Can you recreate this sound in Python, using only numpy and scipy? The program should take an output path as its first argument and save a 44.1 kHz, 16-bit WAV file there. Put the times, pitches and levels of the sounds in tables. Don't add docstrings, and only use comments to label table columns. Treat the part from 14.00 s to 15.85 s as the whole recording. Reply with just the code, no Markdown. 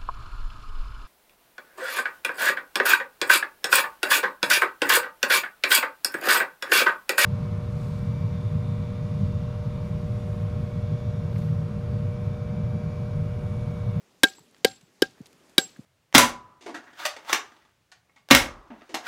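import sys
import numpy as np
from scipy import signal
from scipy.io import wavfile

SR = 44100
rng = np.random.default_rng(int(sys.argv[2]) if len(sys.argv) > 2 else 0)


def log_audio(samples):
    frames = np.atleast_2d(samples).T
    limited = np.clip(frames, -1, 1)
    pcm = np.round(limited * 32767).astype(np.int16)
    wavfile.write(sys.argv[1], SR, pcm)


def natural_amplitude(level_db):
    exponent = np.asarray(level_db, float) / 20
    return 10 ** exponent


N = 81585


def at_hz(points, hz):
    points_hz, values = np.transpose(points)
    return np.interp(np.log(hz), np.log(points_hz), values)


def add(out, start_s, x):
    i = int(start_s * SR)
    out[i:i + len(x)] += x[:N - i]


def drift(rate_hz):
    knots = rng.standard_normal(400)
    return np.interp(np.arange(N) / SR * rate_hz, np.arange(len(knots)), knots)


def filtered(x, order, hz, kind):
    return signal.sosfilt(signal.butter(order, hz, kind, fs=SR, output="sos"), x)


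def random_phase_sine(hz, t):
    return np.sin(2 * np.pi * (hz * t + rng.random()))


def noise_bands():
    edges_hz = 20 * 2 ** np.arange(0, 10.1, .5)
    white = rng.standard_normal((2, N))
    bands = []
    for k, (low_hz, high_hz) in enumerate(zip(edges_hz, edges_hz[1:])):
        bands.append((np.sqrt(low_hz * high_hz), filtered(white[k % 2], 2, [low_hz, high_hz], "band")))
    return bands


# time in seconds, level in dB.
HUM_LEVEL = [(0.0, -62.5), (0.18, -63.5), (0.412, -61), (0.684, -62.5), (0.818, -64), (1.046, -63),
             (1.164, -59), (1.85, -60.5)]
# frequency in Hz, level in dB.
HUM_SPECTRUM = [(25, -15), (70, -8.5), (150, -5), (320, -1.23), (650, -10), (1500, -13), (6000, -19),
                (15500, -31.5)]


def hum():
    out = np.zeros(N)
    knot_s, knot_db = np.transpose(HUM_LEVEL)
    mean_db = knot_db.mean()
    swell_db = np.interp(np.arange(N) / SR, knot_s, knot_db) - mean_db
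    together = drift(23)
    for hz, noise in noise_bands():
        follow = 1.2 if hz < 1800 else .7
        patchy_db = 0.34 * together + 1.5 * drift(26)
        out += natural_amplitude(at_hz(HUM_SPECTRUM, hz) + 16.5 + mean_db + follow * swell_db + patchy_db) * noise
    return out


# start in seconds, level in dB, brightness in dB per octave,
# near echoes in dB over the tail, share of the t60.
WASH_BLOWS = [
    (.236, -40, 0.6, 14, 1.06),
    (.649, -41, -0.77, 12.5, 0.99),
    (1.024, -47, -1.83, 19, 0.92),
    (1.583, -39, 0.77, 11, 1.085),
]
# frequency in Hz, level in dB.
WASH_SPECTRUM = [(60, -19), (200, -4.5), (450, -8), (1000, -19.5), (2200, -17), (4300, -13), (8000, -22.5),
                 (16000, -34.5)]
# frequency in Hz, t60 in seconds.
WASH_DECAY = [(100, .35), (500, 0.19), (4000, .34), (12000, 0.28)]


def wash():
    rise_s, early_t60_s = 0.0061, 0.049
    out, t, together = np.zeros(N), np.arange(N) / SR, drift(150)
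    for hz, noise in noise_bands():
        env = np.zeros(N)
        for start_s, db, tilt_db, early_db, share in WASH_BLOWS:
            age = np.maximum(t - start_s, 0)
            tail = natural_amplitude(-60 * age / at_hz(WASH_DECAY, hz) / share)
            early = natural_amplitude(early_db - 60 * age / early_t60_s)
            env += natural_amplitude(db + tilt_db * np.log2(hz / 2000)) * np.minimum(age / rise_s, 1) * (tail + early)
        wobble_db = 3.5 * drift(140) + 1.6 * together
        out += natural_amplitude(at_hz(WASH_SPECTRUM, hz) + 20.5 + wobble_db) * env * noise
    return out


# frequency in Hz, level in dB re the wash, t60 in seconds.
RESIDUE_MODES = [(1560, -8, .16), (2260, -8, 0.14), (2600, -10, .12), (2910, -10.5, .15), (3190, -8, .14),
                 (3750, -8, .15), (4220, -8.5, .15), (4640, -12, 0.12), (5230, -16, .2), (5900, -18, .2),
                 (8050, -20, .2), (9930, -19.5, .13)]


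def residue():
    out, t = np.zeros(N), np.arange(12000) / SR
    for start_s, db, tilt_db, *_ in WASH_BLOWS:
        for hz, mode_db, t60_s in RESIDUE_MODES:
            level_db = db + mode_db + tilt_db * np.log2(hz / 2000)
            wobble_db = 3 * rng.standard_normal() + 3.5 * drift(50)[:len(t)]
            add(out, start_s, natural_amplitude(level_db + wobble_db - 60 * t / t60_s) * random_phase_sine(hz, t))
    return out


# start in seconds, level in dB, length
# in seconds, low edge in Hz, high edge in Hz.
CHIP_LANDINGS = [(0.27, -43, 0.0045, 1800, 6000), (.3825, -52.5, 0.005, 780, 1050),
                 (.3825, -55, 0.0022, 1500, 7000), (0.393, -53.5, 0.002, 1200, 11000),
                 (.511, -61, 0.0014, 5010, 11000), (0.5453, -53, 0.0025, 1100, 4800),
                 (0.565, -59, 0.0028, 1530, 3900), (0.582, -63, 0.0023, 5000, 10000),
                 (0.6805, -46, 0.003, 1760, 6100), (0.8106, -58, 0.005, 700, 8000),
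                 (1.109, -57.5, 0.0019, 1500, 9000), (1.216, -62, 0.0028, 2000, 9000),
                 (1.2584, -52, 0.0058, 2450, 5410), (1.2565, -58.5, 0.0059, 5540, 10500),
                 (1.267, -57.5, .005, 2500, 12000), (1.3293, -56.5, .002, 1455, 10000),
                 (1.4955, -58.5, 0.0027, 1206, 8980), (1.7612, -53, 0.004, 1300, 1900),
                 (1.0203, -28, .0006, 1500, 14000), (1.768, -58, .002, 500, 10040),
                 (1.18, -58, 0.004, 399, 1990)]


def chips():
    out, t = np.zeros(N), np.arange(2500) / SR
    for start_s, db, length_s, low_hz, high_hz in CHIP_LANDINGS:
        clicks = rng.standard_normal(len(t)) * rng.exponential(1, len(t))
        env = np.minimum(t / .0006, 1) * np.exp(-(t / length_s) ** 1.5)
        spray = filtered(clicks * env, 2, [low_hz, min(high_hz, 18000)], "band")
        rms = np.sqrt(np.sum(spray ** 2) / (length_s * SR))
        add(out, start_s, natural_amplitude(db) * spray / rms)
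    return out


# time in seconds, level in dB.
SING_CURVES = [
    [(.243, -49), (.262, -54), (.29, -48.5), (.305, -52), (.32, -80), (.335, -69), (.385, -58), (.41, -73),
     (.46, -80)],
    [(.658, -58.5), (.7, -53.5), (.735, -58.5), (.772, -64), (.795, -85), (.82, -76.5), (.87, -79)],
    [(1.032, -62), (1.066, -74), (1.13, -87)],
    [(1.59, -50), (1.601, -39.5), (1.645, -39), (1.67, -53), (1.695, -67), (1.73, -70), (1.765, -78),
     (1.78, -95), (1.81, -71)],
]


def sing():
    out, t = np.zeros(N), np.arange(N) / SR
    pitch_hz = 7650 + 4 * drift(25)
    tone = np.sqrt(2) * np.sin(2 * np.pi * np.cumsum(pitch_hz) / SR)
    for curve in SING_CURVES:
        s, db = np.transpose(curve)
        knot_s = np.r_[s[0] - .008, s, s[-1] + .02]
        out += tone * natural_amplitude(np.interp(t, knot_s, np.r_[-100, db, -100]))
    return out


# start in seconds, frequency in Hz, level in dB, t60 in seconds.
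STRAY_MODES = [(.236, 1403, -35.5, .13), (.237, 1622, -38, .25), (.24, 1180, -29, .04),
               (.25, 415, -31, .05), (.27, 2260, -41, .06), (.2413, 3800, -17, .015), (.235, 775, -26, .03),
               (.2345, 8900, -12, .01), (.244, 2600, -28, .04), (.648, 1394, -38, .1),
               (.649, 1590, -38, .2), (.648, 1000, -24, .02), (.65, 2090, -18, .03), (.648, 2620, -19, .02),
               (.648, 3190, -19, .02), (.648, 9800, -22, .02), (1.024, 1620, -48, .2),
               (1.023, 2256, -34, .05), (1.022, 3000, -16, .02), (1.581, 3800, -7.5, .016),
               (1.5815, 4540, -11.5, .016), (1.582, 2320, -17, .025), (1.5815, 5390, -19, .015),
               (1.583, 1480, -27, .05), (1.62, 1520, -44, .06), (1.582, 1215, -25, .035),
               (1.582, 1842, -28, .03), (1.585, 523, -25, .05), (1.59, 2000, -35, .05),
               (1.6, 445, -41, .15), (1.585, 1615, -46, .2), (1.582, 9900, -22, .025)]


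def strays():
    out, t = np.zeros(N), np.arange(12000) / SR
    for start_s, hz, db, t60_s in STRAY_MODES:
        wobble_db = 2.2 * drift(60)[:len(t)]
        env = (1 - np.exp(-t / .0006)) * natural_amplitude(db - 60 * t / t60_s + wobble_db)
        add(out, start_s, env * random_phase_sine(hz, t))
    return out


# frequency in Hz, t60 in seconds.
FREE_MODES = [
    (1604.5, 0.075),
    (770, .17),
    (544, .15),
    (258, 0.062),
    (430, 0.062),
]
# start in seconds, three blade modes in dB, both log modes in dB.
RING_BLOWS = [
    (.2365, -5, -28.5, -42, -26),
    (.649, -14, -26, -34.5, -28.5),
    (1.024, -11.5, -33.5, -40.5, -32),
    (1.583, -18.5, -31.5, -33.5, -26),
]
RING_FREEDOM = [0.91, 0.85, 0.76, 0.9]


def rings():
    out, t = np.zeros(N), np.arange(12000) / SR
    for (start_s, *blade_db, log_db), share in zip(RING_BLOWS, RING_FREEDOM):
        for (hz, t60_s), db in zip(FREE_MODES, blade_db + [log_db, log_db]):
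            env = (1 - np.exp(-t / 0.0005)) * natural_amplitude(-60 * t / t60_s / share)
            wobble = natural_amplitude(1.5 * drift(70)[:len(t)])
            add(out, start_s, natural_amplitude(db) * env * wobble * random_phase_sine(hz, t))
    return out


# middle in seconds, pitch in Hz, level in dB, half length in seconds.
LOG_THUDS = [(.2404, 289, -10.5, .0068), (.239, 510, -18, 0.0069), (.6514, 456.6, -6, 0.0053),
             (.652, 260, -15, .0055), (1.0248, 377, -4, 0.0039), (1.027, 220, -21, 0.0067),
             (1.586, 337.5, -12.5, 0.0057), (1.587, 230, -23, 0.0066), (0.62, 152, -56, 0.0089),
             (.836, 150, -47, 0.01), (1.2088, 200, -29.5, 0.0053), (1.794, 205, -29.5, 0.0056),
             (.41, 150, -49, 0.012), (.384, 330, -50, .007), (1.655, 195, -48, .015),
             (1.215, 95, -39, .014), (1.2075, 380, -46, .004), (1.792, 390, -46, .004),
             (1.802, 124, -39, 0.01), (.305, 360, -47.5, 0.0078), (0.87, 240, -63, .007)]


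def thuds():
    out, t = np.zeros(N), np.arange(-1000, 1000) / SR
    for middle_s, hz, db, half_s in LOG_THUDS:
        bell = np.cos(np.pi / 2 * np.clip(t / half_s, -1, 1)) ** 1.8
        add(out, middle_s + t[0], natural_amplitude(db) * bell * np.sin(2 * np.pi * hz * t))
    return filtered(out, 2, 140, "high")


def ring(clicks, hz, t60_s):
    radius, w = natural_amplitude(-60 / (t60_s * SR)), 2 * np.pi * hz / SR
    return signal.lfilter([0, np.sin(w)], [1, -2 * radius * np.cos(w), radius ** 2], clicks + 1e-18)


BITE_TIMES = [.2338, .237, .2412, .6469, .6495, 1.0213, 1.5807, 1.5845]
# level in dB, length in seconds, brightness in dB per octave, favoured pitch in Hz.
BITE_SOUNDS = [
    (-3, .0023, 2.2, 3300),
    (-9.5, 0.0033, 0, 2300),
    (-10, 0.0015, 0.5, 3800),
    (-6, .002, 1.2, 4800),
    (-10, 0.0037, -2, 2100),
    (-9, .004, -1.5, 5200),
    (-3.5, 0.003, 1.4, 4300),
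    (-17, 0.0045, 1.2, 3300),
]
# frequency in Hz, level in dB, t60 in seconds.
GRIPPED_MODES = [(950, -15, 0.0038), (2110, -9, 0.0073), (2290, -7, 0.011), (3000, -7.5, 0.022),
                 (3367, -3.5, 0.011), (3824, -2.7, .015), (4573, -5.5, 0.0068), (4800, -6, 0.0056),
                 (5300, -9, .01), (6850, -19, 0.0044), (8800, -7.5, 0.01), (9700, -14, .01),
                 (11600, -17, .008), (13000, -18.5, .007)]


def crunch():
    lead_s, fade_s, grains_per_s = .0008, .001, 4700
    grain_spread_db, mode_spread_db, crack_db, splinter_db = 2, 2, 6.5, -2.5
    favour_peak_db, favour_octaves = 6, .3
    out, t = np.zeros(N), np.arange(4000) / SR
    for start_s, (db, length_s, tilt_db, favoured_hz) in zip(BITE_TIMES, BITE_SOUNDS):
        env = np.clip((t / lead_s) ** 8, .04, 1) * np.exp(-np.maximum(t - length_s, 0) / fade_s)
        blade = np.zeros(len(t))
        for hz, mode_db, t60_s in GRIPPED_MODES:
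            breaks = rng.random(len(t)) < grains_per_s / SR
            heights = natural_amplitude(grain_spread_db * rng.standard_normal(len(t)))
            grains = breaks * heights * rng.choice([-1, 1], len(t))
            grains[36] = natural_amplitude(crack_db)
            mode = ring(grains * env, hz, t60_s)
            octaves_off = np.log2(hz / favoured_hz)
            favour_db = favour_peak_db * np.exp(-(octaves_off / favour_octaves) ** 2)
            level_db = mode_db - 6 + tilt_db * np.log2(hz / 3000) + favour_db
            level_db += mode_spread_db * rng.standard_normal()
            blade += natural_amplitude(level_db) * mode / np.abs(mode).max()
        bare = signal.lfilter([1, -1], [1, -1.2, .4], rng.standard_normal(len(t))) * env
        add(out, start_s - lead_s, natural_amplitude(db) * (blade + natural_amplitude(splinter_db - 10 + tilt_db) * bare))
    return filtered(out, 4, 15300, "low")


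def scene():
    yard = hum() + wash() + residue() + chips()
    blade = sing() + strays() + rings()
    return (yard + blade + thuds() + crunch())[None]


def roll_off(x):
    return signal.sosfilt(signal.butter(12, 16770, fs=SR, output="sos"), x)


def record(dry):
    ceiling, cutoff_hz = .72, 16900
    x = filtered(dry, 1, 60, "high")
    x = ceiling * np.tanh((np.abs(x) / ceiling) ** 2) ** .5 * np.sign(x)
    x = signal.sosfilt(signal.cheby2(12, 70, cutoff_hz, fs=SR, output="sos"), x)
    return roll_off(x)


dry = scene()
out = record(dry)
log_audio(out)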